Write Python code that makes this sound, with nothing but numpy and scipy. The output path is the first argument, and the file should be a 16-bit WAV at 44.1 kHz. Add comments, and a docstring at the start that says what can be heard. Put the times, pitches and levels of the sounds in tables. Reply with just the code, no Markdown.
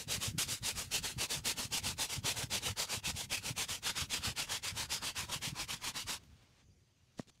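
"""A bristle brush buffs a leather boot outdoors with fast back-and-forth strokes, close to one microphone.
Hiss follows the speed of the hand, and resonances of the hollow boot colour it; low noise thrums below it
and short low tones bump softly. Rustling noise is a sleeve, short scuffs are sole, laces and fingers, and
fading tones are the heel set down on soil. Behind lie soft air noise, a wavering engine hum and bird notes."""
import sys
import numpy as np
from scipy import signal
from scipy.fft import rfft, irfft, next_fast_len
from scipy.io import wavfile
from scipy.ndimage import uniform_filter1d, map_coordinates

SR = 44100
rng = np.random.default_rng(int(sys.argv[2]) if len(sys.argv) > 2 else 0)


def wrap_up_sound(samples):
    """Save the sound to the file named by the first command line argument, as 16-bit audio."""
    columns = np.atleast_2d(samples).T
    # keep every value between -1 and 1, then stretch to whole-number steps
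    tamed = np.clip(columns, -1, 1)
    steps = np.round(tamed * 32767).astype(np.int16)
    wavfile.write(sys.argv[1], SR, steps)


N = 326340

# The strokes of the hand, pull and push in turn, starting with a pull.
# Each row: start in seconds, basic level of the rub in dB, place of the fastest moment (0-1 of the stroke).
STROKES = [(-.075, -43, 0.16), (.065, -36.5, 0.51), (0.193, -41, 0.3), (.372, -35, 0.31),
           (0.465, -41.5, 0.27), (.613, -37, 0.47), (.74, -42.5, 0.31), (.896, -36, 0.43),
           (1.014, -41, .26), (1.164, -36.5, .51), (1.278, -40, 0.36), (1.428, -36, 0.43),
           (1.551, -40.5, 0.36), (1.698, -35.5, 0.5), (1.815, -40.5, .36), (1.961, -36, 0.49),
           (2.08, -42, 0.22), (2.219, -35, 0.57), (2.344, -40.5, .28), (2.489, -35.5, 0.48),
           (2.604, -38.5, .36), (2.75, -36.5, 0.46), (2.872, -39, 0.36), (3.017, -38.3, 0.53),
           (3.135, -41.5, 0.37), (3.282, -39, 0.44), (3.411, -41.5, 0.5), (3.544, -37, 0.57),
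           (3.667, -40.5, 0.31), (3.807, -37.5, 0.57), (3.937, -40, .34), (4.081, -37, .48),
           (4.206, -38, .39), (4.345, -38, 0.43), (4.47, -39, 0.39), (4.613, -39.8, 0.37),
           (4.738, -40, 0.42), (4.88, -38.5, 0.43), (5.004, -40, .39), (5.14, -39, .38), (5.27, -41, 0.49),
           (5.402, -40, 0.34), (5.533, -42.3, 0.57), (5.668, -41.5, 0.3), (5.794, -41, 0.64),
           (5.928, -40.5, .37), (6.053, -40, 0.37)]
LIFT_S = 6.2  # the brush leaves the boot


def gain(db):
    """Turn decibels into a factor for loudness."""
    return 10 ** (np.asarray(db) / 20)


def unit(x):
    """Scale a signal to an average strength (rms) of 1."""
    return x / np.sqrt(np.mean(x ** 2) + 1e-20)


def clock():
    """Give the time of every sample in seconds."""
    return np.arange(N) / SR


def wobble(rate):
    """Draw a smooth random curve through `rate` random points a second."""
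    points = rng.standard_normal(int(N * rate / SR) + 4)
    return map_coordinates(points, [np.arange(N) * rate / SR])


def filtered(x, response):
    """Make each frequency of x stronger or weaker, as response(Hz) tells."""
    size = next_fast_len(N + 8192)  # spare room keeps the end from wrapping onto the start
    hz = np.fft.rfftfreq(size, 1 / SR)
    return irfft(rfft(x, size) * response(hz), size)[..., :N]


def noise(colour, patchy_db):
    """Make noise of rms 1 with a given colour, whose narrow peaks and dips wander from moment to moment."""
    grid = signal.stft(rng.standard_normal(N), nperseg=512)[2]
    patches = rng.standard_normal(grid.shape)
    patches = uniform_filter1d(patches, size=4, axis=0)  # blur over frequency
    patches = uniform_filter1d(patches, size=14, axis=1)  # blur over time
    patchy = signal.istft(grid * gain(patchy_db * unit(patches)), nperseg=512)[1][:N]
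    hz, db = np.transpose(colour)
    return unit(filtered(patchy, lambda f: gain(np.interp(np.log(f + 1), np.log(hz), db))))


def resonance(hz, width_hz):
    """Make noise of rms 1 around one pitch, as from a ringing hollow; the pitch may glide."""
    white = rng.standard_normal((2, N))
    a, b = filtered(white, lambda f: 1 / (1 + (f / width_hz) ** 2))
    phase = 2 * np.pi * np.cumsum(hz * np.ones(N)) / SR
    return unit(a * np.cos(phase) + b * np.sin(phase))


def swell(s, half_length):
    """Rise and fall like a bell around time s."""
    return np.exp(-np.minimum(((clock() - s) / half_length) ** 2, 50))


def curves(rows):
    """Draw a line through each column after the time, one value per sample."""
    s, *columns = np.transpose(rows)
    return [np.interp(clock(), s, column) for column in columns]


def by_direction(pair):
    """Give every stroke the value of its direction, from a (pull, push) pair."""
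    return np.resize(pair, len(STROKES))


def current_stroke():
    """Tell for every sample which stroke is under way."""
    start = np.transpose(STROKES)[0]
    return np.maximum(np.searchsorted(start, clock(), side="right") - 1, 0)


def per_stroke(values):
    """Hold one value through each stroke, gliding over at the turns."""
    return uniform_filter1d(np.asarray(values)[current_stroke()], size=441)


def brush(hollow_db=-0.45, sizzle_db=0.0, grip_db=1.34, early_db=5.0, bright=1.07, dull=0.91, late_db=1.0):
    """Thousands of bristles slip on the leather; their noise follows the speed of the hand."""
    # Hiss of the bristles. Each row: frequency in Hz, relative level in dB.
    hiss_colour = [(900, -31), (1500, -14.5), (1900, -7), (2250, -1.5), (2700, 1.5), (3400, 1), (4100, 0),
                   (4800, 0.6), (6000, -5), (7000, -8.5), (9000, -35), (12000, -60)]
    # Sizzle of the bristle tips. 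Each row: frequency in Hz, relative level in dB.
    sizzle_colour = [(3500, -45), (5500, -3), (6800, -0.5), (7700, -0.5), (9000, -3), (10500, -5.5),
                     (12500, -10), (15500, -17.5)]
    # Offsets of the tips' sizzle and the low scrape. Each row: time in seconds, sizzle in dB, scrape in dB.
    grain = [(0, -0.5, 5), (1.1, -2, 2), (2.1, -1.9, -4), (2.7, -4, 2), (3.3, -2, -5), (4.1, -5, 4),
             (5.3, -4, 5), (5.9, -5, 0), (6.18, -4.5, 2)]
    # Colour of the stroke in dB: (pull, push).
    stroke_hollow_db, stroke_sizzle_db = (-6.5, -8.5), (.6, -0.26)

    peak_db = np.transpose(STROKES)[1]
    k = current_stroke()
    along, crest = stroke_progress()
    sweep = hand_sweep(along, crest)
    # Divide by the stroke's level, which comes back below, so turns and catches keep their own.
    turning, catching = turn_flip() / gain(peak_db[k]), catches() / gain(peak_db[k])
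    rub = np.sqrt(sweep ** 2 + turning ** 2 + catching ** 2)
    # Seams and creases make the grip uneven.
    level = gain(peak_db[k] + grip_db * wobble(90))
    hiss = rub * noise(hiss_colour, patchy_db=2.5)

    # Fast tips sizzle more, and late in a stroke.
    grain_db, scrape_db = curves(grain)
    tips_db = sizzle_db + grain_db + per_stroke(by_direction(stroke_sizzle_db))
    tips_db = tips_db + late_db * (along - crest) + 0.21 * wobble(60)
    tips = gain(tips_db) * rub ** bright * noise(sizzle_colour, patchy_db=0.7)

    # The boot's hollow answers most early in a stroke, while the tufts first bite.
    boot_db = hollow_db + per_stroke(by_direction(stroke_hollow_db))
    boot_db = boot_db + early_db * (crest - along) + 1.7 * wobble(60)
    boot = gain(boot_db) * rub ** dull * cavity()
    return level * (hiss + tips + boot + gain(scrape_db) * drag(rub))


def stroke_progress(longest_s=0.1421):
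    """Follow the hand from 0 to 1 through each stroke; if the next turn comes later, the hand waits."""
    start, _, crest = np.transpose(STROKES)
    k = current_stroke()
    length = np.minimum(np.diff(np.append(start, LIFT_S)), longest_s)
    along = np.clip((clock() - start[k]) / length[k], 0, 1)
    return along, np.clip(crest[k], .05, .95)


def hand_sweep(along, crest):
    """The hand speeds up to the crest of the stroke and slows to a stop at the turn."""
    # How steeply the rub follows the speed: (pull, push).
    rise_power, fall_power = (2.01, 2.18), (1.6, 1.5)
    k = current_stroke()
    ramp = np.minimum(along / crest, (1 - along) / (1 - crest))
    speed = np.sin(np.pi / 2 * np.clip(ramp, 0, 1))
    return speed ** np.where(along < crest, by_direction(rise_power)[k], by_direction(fall_power)[k])


def turn_flip(lift_db=-82.0):
    """At the turn the bent bristles still flip over, until the brush is lifted away."""
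    # The brush stays on the leather before a pull and almost leaves it before a push.
    # Each row: time in seconds, level at the turn before a pull in dB, before a push in dB.
    turn_levels = [(0, -59, -76), (.45, -56.5, -74), (.8, -62, -64), (1.8, -63.5, -69.5), (2.4, -52.5, -77),
                   (3.3, -61, -76), (4.4, -55.5, -73.5), (5.2, -62, -67), (6, -64, -68)]
    start = np.transpose(STROKES)[0]
    s, *before = np.transpose(turn_levels)
    direction = np.arange(len(start)) % 2  # 0 is a pull, 1 a push
    turn_db = np.choose(direction, [np.interp(start, s, db) for db in before])
    level_db = np.interp(clock(), np.append(start, LIFT_S), np.append(turn_db, lift_db))
    return gain(level_db) * (clock() < LIFT_S)


def catches(attack_s=0.0017, t60=0.095):
    """The tufts strike the edge of the heel: a sudden rush that falls by 60 dB in t60 seconds."""
    # Each row: time in seconds, level in dB ahead of the attack and fade.
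    strikes = [(.382, -34), (.916, -39.5), (1.304, -40), (1.453, -36), (1.72, -39), (1.841, -48),
               (2.518, -43), (2.549, -37), (3.051, -39.5), (3.309, -42), (3.565, -46), (3.577, -35.5),
               (3.692, -42), (3.825, -46), (3.957, -47), (4.108, -44), (4.361, -46), (4.903, -50),
               (5.169, -41), (5.683, -47)]
    level = np.zeros(N)
    t = np.arange(SR // 8) / SR
    for s, db in strikes:
        level[round(s * SR):][:len(t)] += gain(db - 60 * t / t60) * (1 - np.exp(-t / attack_s))
    return level


def cavity(shell_db=-2.0, low_hz=490.8, low_width_hz=147.0, high_width_hz=168.0):
    """The leather shell answers broadly, and two air resonances ring inside the boot."""
    # Answer of the shell. Each row: frequency in Hz, relative level in dB.
    shell_colour = [(150, -3), (260, 0), (380, -8.5), (650, -7), (860, -7.5), (1250, -1), (1550, -1),
                    (1850, -3), (2400, -9), (4000, -50)]
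    # The resonances come and go as the boot's opening is turned.
    # Each row: time in seconds, low resonance in dB, high resonance in dB.
    opening = [(0, -2, -6.5), (.55, -11.5, -16.5), (1.25, -6.5, -5.5), (1.8, -10.5, -5.5),
               (2.5, -6.5, -5.5), (3.3, -10.5, -5.5), (4.2, -11.5, -8.5), (5.3, -9.5, -2.5),
               (5.9, -20, -4.5)]
    # The high resonance climbs as the boot is tilted. Each row: time in seconds, pitch in Hz.
    opening_pitch = [(0, 845), (4.3, 914.8), (5.8, 1006)]
    low_db, high_db = curves(opening)
    high_hz, = curves(opening_pitch)
    shell = gain(shell_db) * noise(shell_colour, patchy_db=3.0)
    low = gain(low_db) * resonance(low_hz, low_width_hz)
    high = gain(high_db) * resonance(high_hz, high_width_hz)
    return shell + low + high


def drag(rub, drag_db=-21.0, drag_hz=1673.0, width_hz=490.0, wander=.15, power=0.65):
    """Tufts that creep slowly over the leather give a lower scrape, which stands out near the turns."""
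    pitch = drag_hz * np.exp(wander * wobble(12))
    return gain(drag_db + 2.7 * wobble(17)) * rub ** power * resonance(pitch, width_hz)


def thrum(thrum_db=0.15, settle_s=0.21, lumpy_db=4.0):
    """The dragging brush shakes the leather shell and the arms that hold it; they settle when it stops."""
    # Low noise of the shaking. Each row: frequency in Hz, relative level in dB.
    thrum_colour = [(15, -41), (30, -15), (50, -2), (85, 2), (130, 0), (180, -5), (230, -9), (300, -17.5),
                    (420, -24.5), (900, -40)]
    # Strength of the shaking before lumps and settling. Each row: time in seconds, basic level in dB.
    shake = [(0, -55), (.28, -51), (.5, -56), (.7, -54), (1.05, -57), (1.6, -58.5), (1.88, -51.5),
             (2.1, -59.5), (2.55, -50.5), (3.05, -57.5), (3.55, -56.5), (3.95, -61), (4.15, -52),
             (4.4, -57), (4.9, -57), (5.5, -58), (6.2, -61.5)]
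    settling = np.exp(-np.maximum(clock() - LIFT_S, 0) / settle_s)
    level_db = thrum_db + curves(shake)[0] + lumpy_db * wobble(32)
    return gain(level_db) * settling * noise(thrum_colour, patchy_db=2.0)


def bumps(overtone_db=-12.5, overtone=2.02):
    """Limp leather, rocked in the hand, gives a couple of low swings per bump with a brief overtone."""
    # Each row: middle of the bump in seconds, basic level in dB, pitch in Hz.
    bump_list = [(0.076, -40.5, 130), (.097, -44, 110), (.285, -32, 105), (0.313, -41, 115),
                 (0.339, -44, 150), (.351, -34.5, 150), (.364, -43, 125), (0.382, -34.5, 143),
                 (0.529, -40, 115), (1.169, -39, 146), (1.185, -38, 100), (1.656, -39, 111),
                 (1.835, -42, 90), (2.173, -39, 136), (2.187, -33.5, 106), (2.249, -35.5, 121),
                 (2.442, -33.5, 126), (2.705, -37, 103), (2.725, -40, 100), (2.978, -38.5, 104),
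                 (3.08, -37.5, 155), (3.15, -37.5, 108), (3.511, -33, 129), (4.025, -36, 93),
                 (4.039, -39.5, 121), (4.282, -34.5, 101), (4.73, -38, 89), (5.364, -38, 133),
                 (5.479, -35.5, 132), (5.53, -36, 142.5)]
    out = np.zeros(N)
    half = SR // 20
    t = np.arange(-half, half) / SR
    for s, db, hz in bump_list:
        phase = rng.uniform(0, 2 * np.pi)
        swings = np.sin(2 * np.pi * hz * t)
        swings += gain(overtone_db) * np.sin(2 * np.pi * overtone * hz * t + phase)
        fade = 1 / np.cosh(2.3 * hz * t)
        out[round(s * SR) - half:][:len(t)] += gain(db + 1) * swings * fade
    return out


def handling():
    """A sleeve rustles while the boot is turned; sole, laces and fingers scuff lightly."""
    # Sleeve rustle. Each row: frequency in Hz, relative level in dB.
    rustle_colour = [(100, -1.5), (400, 3.5), (1200, 1), (2200, 1), (3700, 1), (6500, -6), (9000, -12),
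                     (15000, -29)]
    # Strength of the rustle before its wobble. Each row: time in seconds, level in dB.
    cloth = [(6.1, -92), (6.2, -69.5), (6.32, -73), (6.4, -69.5), (6.49, -73.5), (6.61, -69), (6.655, -85),
             (7.13, -78.5), (7.4, -84)]
    # Gritty scuffs. Each row: frequency in Hz, relative level in dB.
    scrape_colour = [(200, 8), (900, -8), (3500, -2.5), (7000, -3.5), (10000, -15), (15000, -28.5)]
    # Each row: middle of the scuff in seconds, level there in dB, half length in seconds.
    scuffs = [(6.238, -60, 0.0024), (7.185, -58, 0.011), (7.194, -54, 0.0064), (7.206, -58, 0.0071),
              (7.224, -64, 0.013), (7.275, -64, .003), (7.286, -63, 0.0072), (7.298, -58, 0.0055),
              (7.353, -69, 0.0066), (7.377, -68, .0015)]
    sleeve = gain(curves(cloth)[0] + 1.4 * wobble(40)) * noise(rustle_colour, patchy_db=-0.5)
    touches = sum(gain(db) * swell(s, half) for s, db, half in scuffs)
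    grit = unit(gain(3 * wobble(900)) * noise(scrape_colour, patchy_db=1))
    return sleeve + touches * grit


def landing(landing_s=7.1945):
    """The rubber heel thuds on the soil, which damps its tones at once."""
    # Tones of the thud. Each row: pitch in Hz, starting level before the bass cut in dB,
    # time to fall by 60 dB in seconds.
    sole_tones = [(125, -32, .038), (235, -28, .032), (470, -31, .015), (650, -32, .016),
                  (1140, -39.5, .013), (1880, -41, .013)]
    t = np.maximum(clock() - landing_s, 0)
    ring = np.zeros(N)
    for k, (hz, db, t60) in enumerate(sole_tones):
        fade = gain(db - np.minimum(60 * t / t60, 200))
        ring += (-1) ** k * fade * np.sin(2 * np.pi * hz * t)
    # A body as small as a boot radiates little deep bass.
    return signal.sosfilt(signal.butter(2, 110, "high", fs=SR, output="sos"), ring)


def field(air_db=-70.5, hum_db=-77.5, hum_hz=125.5):
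    """Open country: soft air noise, a far engine's wavering tone and a few faint bird notes."""
    # Quiet air. Each row: frequency in Hz, relative level in dB.
    air_colour = [(20, -18), (45, -9), (70, 1), (110, 1), (160, -7.5), (230, -10), (600, -23.5),
                  (1500, -35), (2700, -26), (4000, -28.5), (4700, -23), (5300, -26.5), (6100, -21.5),
                  (7500, -31), (15500, -43)]
    # A far bird. Each row: middle of the note in seconds, level in dB, pitch in Hz.
    chirps = [(6.637, -80, 4720), (6.715, -76, 4730)]
    t = clock()
    air = gain(air_db) * noise(air_colour, patchy_db=3.5)
    hum_level = np.sqrt(2) * gain(hum_db + 3.5 * wobble(2.4))
    hum = hum_level * np.sin(2 * np.pi * hum_hz * t + 0.52 * wobble(8))
    bird = np.zeros(N)
    for s, db, hz in chirps:
        bird += gain(db) * swell(s, 0.016) * np.sin(2 * np.pi * hz * t + .6 * wobble(150))
    return air + hum + bird


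def scene():
    """One microphone feeds both channels; the open air returns no echo."""
    mono = brush() + thrum() + bumps() + handling() + landing() + field()
    return np.array([mono, mono])


def record(dry, top_hz=15650):
    """The recorder keeps nothing above its highest frequency."""
    return filtered(dry, lambda hz: hz < top_hz)


dry = scene()
out = record(dry)
wrap_up_sound(out)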